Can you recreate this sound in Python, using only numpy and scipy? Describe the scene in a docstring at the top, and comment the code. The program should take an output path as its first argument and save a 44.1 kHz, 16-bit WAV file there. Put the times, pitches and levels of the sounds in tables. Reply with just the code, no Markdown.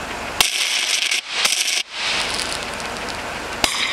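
"""Cable shorting on a utility pole

Twice an arc strikes with a bang and burns as a dense, sputtering crackle; the flame it leaves roars on
and dies away among small snaps of hot insulation. A third bang opens a hissing jet of smoke.
Each bang overloads the recorder, whose gain control ducks the street and an idling engine under
the arc and lets them swell back afterwards."""
import sys
import numpy as np
from scipy import signal
from scipy.fft import rfft, irfft, next_fast_len
from scipy.io import wavfile

SR = 44100
rng = np.random.default_rng(int(sys.argv[2]) if len(sys.argv) > 2 else 0)


def master(y):
    """Save y as 16-bit WAV."""
    cut = np.clip(np.atleast_2d(y).T, -1, 1)
    pcm = np.round(cut * 32767)  # scale
    wavfile.write(sys.argv[1], SR, pcm.astype(np.int16))


N = 172872
T = np.arange(N) / SR

# insulation breakdowns: start_s, level_db, swell_s, decay_s, boom_db, share ringing in the cable (0-1)
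BANGS = [(0.4053, 19, 0.00023, 0.0078, -2, 0.02), (1.455, 14.5, 0.00041, 0.0075, -2.5, 0.1),
         (3.6404, 10, 0.0019, 0.0032, 2, 0.8)]
# resonances of the hollow, burst cable: pitch_hz, level_db
CABLE_TONE = [(120, -9), (500, -2.5), (750, -8), (1120, 4.5), (1350, -7), (1650, -6.5), (1950, 4),
              (2300, 5), (2780, -4.5), (3130, 5), (3400, 4), (3670, 5.5), (4050, -0.5), (4380, -31),
              (4700, -2.5), (5070, 0.5), (5500, -15), (5900, -11), (6200, -12), (6620, -20), (7200, -15),
              (8350, -28), (9200, -19), (10000, -30), (11400, -31), (13300, -50), (16000, -55)]
SPARKS_PER_S, SPARK_SPREAD_DB = 1400, 3.5
ATTACK_S, RELEASE_S = .0014, .0044  # edges of arc stretches and jet spurts


def from_db(db):
    """Decibels to gain."""
    return 10 ** (np.asarray(db) / 20)


def rms_one(x):
    """Scale to unit rms."""
    return x / np.sqrt(np.mean(x ** 2) + 1e-20)


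def noise():
    """White noise."""
    return rng.standard_normal(N)


def fader(curve):
    """Gain riding along rows of time_s, level_db."""
    return from_db(np.interp(T, *np.transpose(curve)))


def lag(x, seconds):
    """One-pole smoothing."""
    pole = np.exp(-1 / (seconds * SR))
    return signal.lfilter([1 - pole], [1, -pole], x + 1e-18)


def cut(x, hz, kind):
    """Gentle low- or band-pass."""
    return signal.sosfilt(signal.butter(2, hz, kind, fs=SR, output="sos"), x)


def band_noise(hz, width_hz):
    """Noise in one resonance, at unit rms."""
    return rms_one(cut(noise(), [max(hz - width_hz / 2, 20), hz + width_hz / 2], "band"))


def colour(x, tone):
    """Causal EQ through rows of pitch_hz, level_db; keeps the power of white noise."""
    size = 2 * next_fast_len(N)
    hz, db = np.transpose(tone)
    grid_hz = np.maximum(np.fft.rfftfreq(size, 1 / SR), 1)
    bass_rolloff = np.minimum(grid_hz / hz[0], 1)
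    gain = rms_one(from_db(np.interp(np.log(grid_hz), np.log(hz), db)) * bass_rolloff)
    cepstrum = irfft(np.log(gain))
    cepstrum[1:size // 2] *= 2  # minimum phase: nothing rings ahead of a hit
    cepstrum[size // 2 + 1:] = 0
    return irfft(rfft(x, size) * np.exp(rfft(cepstrum)), size)[:N]


def below(x, hz):
    """The part of a sound below a crossover."""
    return signal.sosfiltfilt(signal.butter(3, hz, fs=SR, output="sos"), x)


def treble(x, db, crossover_hz=7340):
    """High shelf, up or down."""
    body = below(x, crossover_hz)
    return body + (x - body) * from_db(db)


def flicker(x, edges_hz, depth_db=2.3, smooth_s=.008):
    """Each band swells and sinks quickly on its own."""
    bands = np.diff([0 * x] + [below(x, hz) for hz in edges_hz] + [x], axis=0)
    return sum(band * from_db(depth_db * rms_one(lag(lag(noise(), smooth_s), smooth_s)))
               for band in bands)


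def echoes(x, db=-9, span_s=.03, count=7):
    """Early reflections from ground, pole and houses."""
    out = x.copy()
    for delay_s in rng.uniform(.002, span_s, count):
        out += from_db(db) / np.sqrt(count) * np.roll(x, int(delay_s * SR)) * (T > delay_s)
    return out / np.sqrt(1 + from_db(db) ** 2)


def gate(start_s, length_s, attack_s=ATTACK_S, release_s=RELEASE_S):
    """Linear attack, hold, exponential release."""
    rise = np.clip((T - start_s) / attack_s, 0, 1)
    return rise * np.exp(-np.maximum(T - start_s - length_s, 0) / release_s)


def pop(decay_s=.0005, size=400):
    """One tiny discharge: a noise burst of unit energy."""
    burst = rng.standard_normal(size) * np.exp(-T[:size] / decay_s)
    return burst / np.linalg.norm(burst)


def pops(rows):
    """A discharge at each row of start_s, level_db."""
    out = np.zeros(N + SR)
    for start_s, db in rows:
        burst, i = from_db(db) * pop(), int(start_s * SR)
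        out[i:i + len(burst)] += burst
    return out[:N]


def crackle(per_s, spread_db, shapes=14):
    """Random discharges of uneven size and shape, at unit rms."""
    sizes = from_db(spread_db * np.minimum(rng.exponential(1, N), 4))
    hits = sizes * (rng.random(N) < per_s / SR)
    shape = rng.integers(0, shapes, N)
    return rms_one(sum(signal.oaconvolve(hits * (shape == k), pop())[:N] for k in range(shapes)))


def street():
    """A steady bed of outdoor rush."""
    # spectrum of the rush: pitch_hz, level_db
    rush_tone = [(50, -27), (90, -3), (310, 0.5), (390, -2.5), (530, 2.5), (950, 1), (1170, -2), (1480, 0),
                 (1950, -5.5), (2600, -4), (3600, -14.5), (5000, -15), (8300, -21), (10000, -27.5),
                 (11700, -26.5), (13000, -36), (16000, -41)]
    return from_db(-28) * echoes(colour(noise(), rush_tone))


def engine(firing_hz=23.37, whine_hz=7600, whine_db=-56):
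    """An idling engine: low throb, thin whine, and a swish and a squeak each cycle."""
    # partials of the throb: multiple of the firing rate, level_db
    throb = [(1, -62), (2, -47), (3, -47.5), (4, -56.5)]
    # the swish and the squeak: first_peak_s, centre_hz, width_hz, level_db
    squeaks = [(.114, 2400, 1200, -31), (.022, 7050, 400, -46.5)]
    partials = [(k * firing_hz, db) for k, db in throb] + [(whine_hz, whine_db)]
    out = 0
    for hz, db in partials:
        tone = np.sqrt(2) * np.sin(2 * np.pi * (hz * T + rng.random()))
        waver = 1 + .2 * rms_one(lag(noise(), .05))
        out += from_db(db) * tone * waver
    cycle_s = 4 / firing_hz  # four firings to a cycle
    for first_peak_s, hz, width_hz, db in squeaks:
        from_peak_s = (T - first_peak_s + cycle_s / 2) % cycle_s - cycle_s / 2
        out += from_db(db) * np.exp(-(from_peak_s / .016) ** 2) * band_noise(hz, width_hz)
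    return out


def bangs(boom_hz=960):
    """The insulation breaks down: a short blast with a low boom, partly ringing through the cable."""
    # spectrum of the open blast: pitch_hz, level_db
    blast_tone = [(50, -2.5), (150, -8.5), (400, -3.5), (800, 4.5), (2300, 6.5), (4000, 12), (8000, -3.5),
                  (12000, -24), (16000, -57)]
    out = 0
    for start_s, db, swell_s, decay_s, boom_db, share in BANGS:
        burst = noise() * gate(start_s, swell_s, swell_s, decay_s)
        blast = colour(burst, blast_tone)
        ring = colour(burst, CABLE_TONE)
        boom = 2 * from_db(boom_db) * cut(blast, boom_hz, "low")
        out += from_db(db) * ((1 - share) * blast + share * ring + boom)
    return out


def arc(dulling_s=.13):
    """Dense sparks over a sizzle, stuttering as the arc catches and breaks; brightest when fresh."""
    # stretches in which the arc burns: start_s, length_s, level_db
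    burns = [(0.409, 0.068, 12), (0.438, 0.048, 12.5), (.488, .024, 7), (0.511, .034, 10), (0.54, 0.19, 8),
             (0.7, 0.15, 3.5), (0.858, 0.06, 3.5), (0.929, 0.062, 7), (1.002, 0.024, -8),
             (1.015, 0.045, 5.5), (1.059, 0.01, 14), (1.087, 0.0092, 4.5), (1.112, 0.076, 11.5),
             (1.448, 0.039, 4), (1.485, 0.025, 7.5), (1.521, 0.032, 9.5), (1.561, 0.035, 9),
             (1.592, 0.019, 8), (1.606, 0.014, 13.5), (1.627, 0.038, 9), (1.66, 0.0079, 6),
             (1.671, 0.025, 10), (1.698, 0.11, 8)]
    # the hardest cracks within the arc: start_s, relative_db
    hard_cracks = [(0.5496, -5), (0.6105, -7), (0.6204, -3), (0.7407, -7), (0.7592, -8), (0.8084, -4),
                   (0.828, -4), (0.8694, -5), (0.9293, -3), (0.9784, -6), (1.0261, -4), (1.054, -3),
                   (1.1448, -4), (1.1584, -4), (1.5104, -6), (1.6112, -4), (1.6676, -5), (1.7664, -5),
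                   (1.8104, -7)]
    # spectrum of the discharge: pitch_hz, level_db
    arc_tone = [(60, -51), (140, -45), (220, -17.5), (400, -16), (560, -14.5), (720, -6.5), (900, -20.5),
                (1100, -10.5), (1380, -16), (1580, -3.5), (1850, -12.5), (2230, 4), (2600, 2.5),
                (3300, 3.5), (4150, -7.5), (5000, -2), (5500, -0.5), (5980, -2), (6500, -11), (7400, -13),
                (8500, -6), (9400, -13.5), (11500, -17), (13000, -33), (16000, -48)]
    current = np.max([from_db(db) * gate(start_s, length_s) for start_s, length_s, db in burns], axis=0)
    sparks = crackle(SPARKS_PER_S, SPARK_SPREAD_DB)
    sizzle = from_db(-9) * noise()
    cracks = from_db(28) * cut(pops(hard_cracks), [900, 9000], "band")
    discharge = colour(current * (sparks + sizzle + cracks), arc_tone)
    discharge = flicker(discharge, edges_hz=(4300, 7000, 10000))
    freshness = sum(gate(start_s, 0, release_s=dulling_s) for start_s, *_ in BANGS)
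    return echoes(treble(discharge, db=12.5 * freshness - 1.5), db=-10.5, span_s=.009)


def flame():
    """Burning gas: a smooth roar, lit by the first bang, that outlasts the arc."""
    # swell and fade of the roar: time_s, level_db
    roar_curve = [(.41, -30), (.6, 1), (1.2, -8.5), (1.4, -5.5), (1.6, -7), (1.83, -18.5), (1.98, -11),
                  (2.1, -15), (2.2, -22.5), (2.3, -28.5), (2.55, -34.5), (2.8, -41), (3.6, -53)]
    # spectrum of the roar: pitch_hz, level_db
    roar_tone = [(100, -24), (300, -13.5), (550, -5.5), (850, -2), (1250, -2.5), (1800, -2), (2300, 3.5),
                 (3400, 1.5), (5200, -3.5), (6700, -14), (8500, -13.5), (11000, -30), (15000, -62)]
    lit = T > BANGS[0][0]
    return fader(roar_curve) * echoes(colour(noise(), roar_tone)) * lit


def insulation():
    """Hot insulation fries, with single louder snaps."""
    # swell and fade of the frying: time_s, level_db
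    frying_curve = [(0, -45), (1.9, -51), (2.2, -36.5), (2.4, -31.5), (2.53, -33.5), (2.62, -43),
                    (2.85, -41.5), (3.0, -43), (3.6, -45.5)]
    # single snaps: start_s, relative_db
    snaps = [(2.202, -15), (2.2152, -10.5), (2.2899, -25), (2.3046, -13.5), (2.3406, -11), (2.3455, -9),
             (2.363, -19), (2.388, -14), (2.396, -8.5), (2.4193, -5), (2.4563, -16), (2.4902, -19),
             (2.518, -24), (2.5249, -8), (2.5415, -20), (2.5523, -9), (2.6294, -13.5), (2.7371, -16),
             (2.803, -15), (2.819, -24), (2.856, -18.5), (2.9679, -17), (3.0876, -18.5), (3.103, -16.5),
             (3.1485, -19.5), (3.5301, -19)]
    # spectrum of frying and snaps: pitch_hz, level_db
    snap_tone = [(300, -32), (2500, -0.5), (4000, 3.5), (5000, 6), (6600, -5.5), (8500, -2.5), (10500, -4),
                 (13000, -33.5), (16000, -28)]
    frying = fader(frying_curve) * crackle(per_s=1200, spread_db=4.5)
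    return colour(frying + from_db(13) * pops(snaps), snap_tone)


def jet(rise_s=.014, fade_db_per_s=52.5, dulling_db_per_s=86):
    """After the last bang, gas hisses and spits through the burst cable, fading and dulling."""
    # spurts, each ringing one resonance of the hollow: start_s, centre_hz, level_db, length_s
    spurts = [(3.718, 2100, -7.5, 0.0046), (3.744, 1090, -11, .008), (3.8255, 2230, -9.5, .007),
              (3.827, 3880, -11.5, .007), (3.854, 2250, -11, 0.0037), (3.872, 7140, -23.5, 0.0047)]
    # crossovers between the flickering bands of the hiss: pitch_hz
    edges_hz = (1470, 2740, 4640, 6700)
    age_s = np.maximum(T - BANGS[-1][0], 0)
    flow = np.minimum(age_s / rise_s, 1) * from_db(-8.5 - fade_db_per_s * age_s)
    grainy_rush = echoes(noise() + from_db(-4.5) * crackle(SPARKS_PER_S, SPARK_SPREAD_DB))
    hiss = treble(colour(flow * grainy_rush, CABLE_TONE), db=27.5 - dulling_db_per_s * age_s)
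    spitting = sum(from_db(db) * gate(start_s, length_s) * band_noise(hz, width_hz=350)
                   for start_s, hz, db, length_s in spurts)
    return flicker(hiss, edges_hz) + spitting


def scene():
    """The shorting cable over the engine and the street, in mono."""
    return (bangs() + arc() + flame() + insulation() + jet() + engine() + street())[None]


def record(dry):
    """Gain control clamps fast and recovers slowly; peaks that slip through clip; the top is cut."""
    threshold_db, sense_s, attack_s, recovery_db_per_s = -19.5, .011, .0044, 92.5
    ceiling, hardness, cutoff_hz = .64, 5, 15700
    level_db = 10 * np.log10(lag(dry[0] ** 2, sense_s) + 1e-12)
    excess_db = np.maximum(level_db - threshold_db, 0)
    recovery_db = recovery_db_per_s * T
    duck_db = np.maximum.accumulate(excess_db + recovery_db) - recovery_db
    ducked = dry * from_db(-lag(duck_db, attack_s))
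    clipped = ducked / (1 + np.abs(ducked / ceiling) ** hardness) ** (1 / hardness)
    return signal.sosfilt(signal.ellip(10, .2, 80, cutoff_hz, fs=SR, output="sos"), clipped)


dry = scene()
out = record(dry)
master(out)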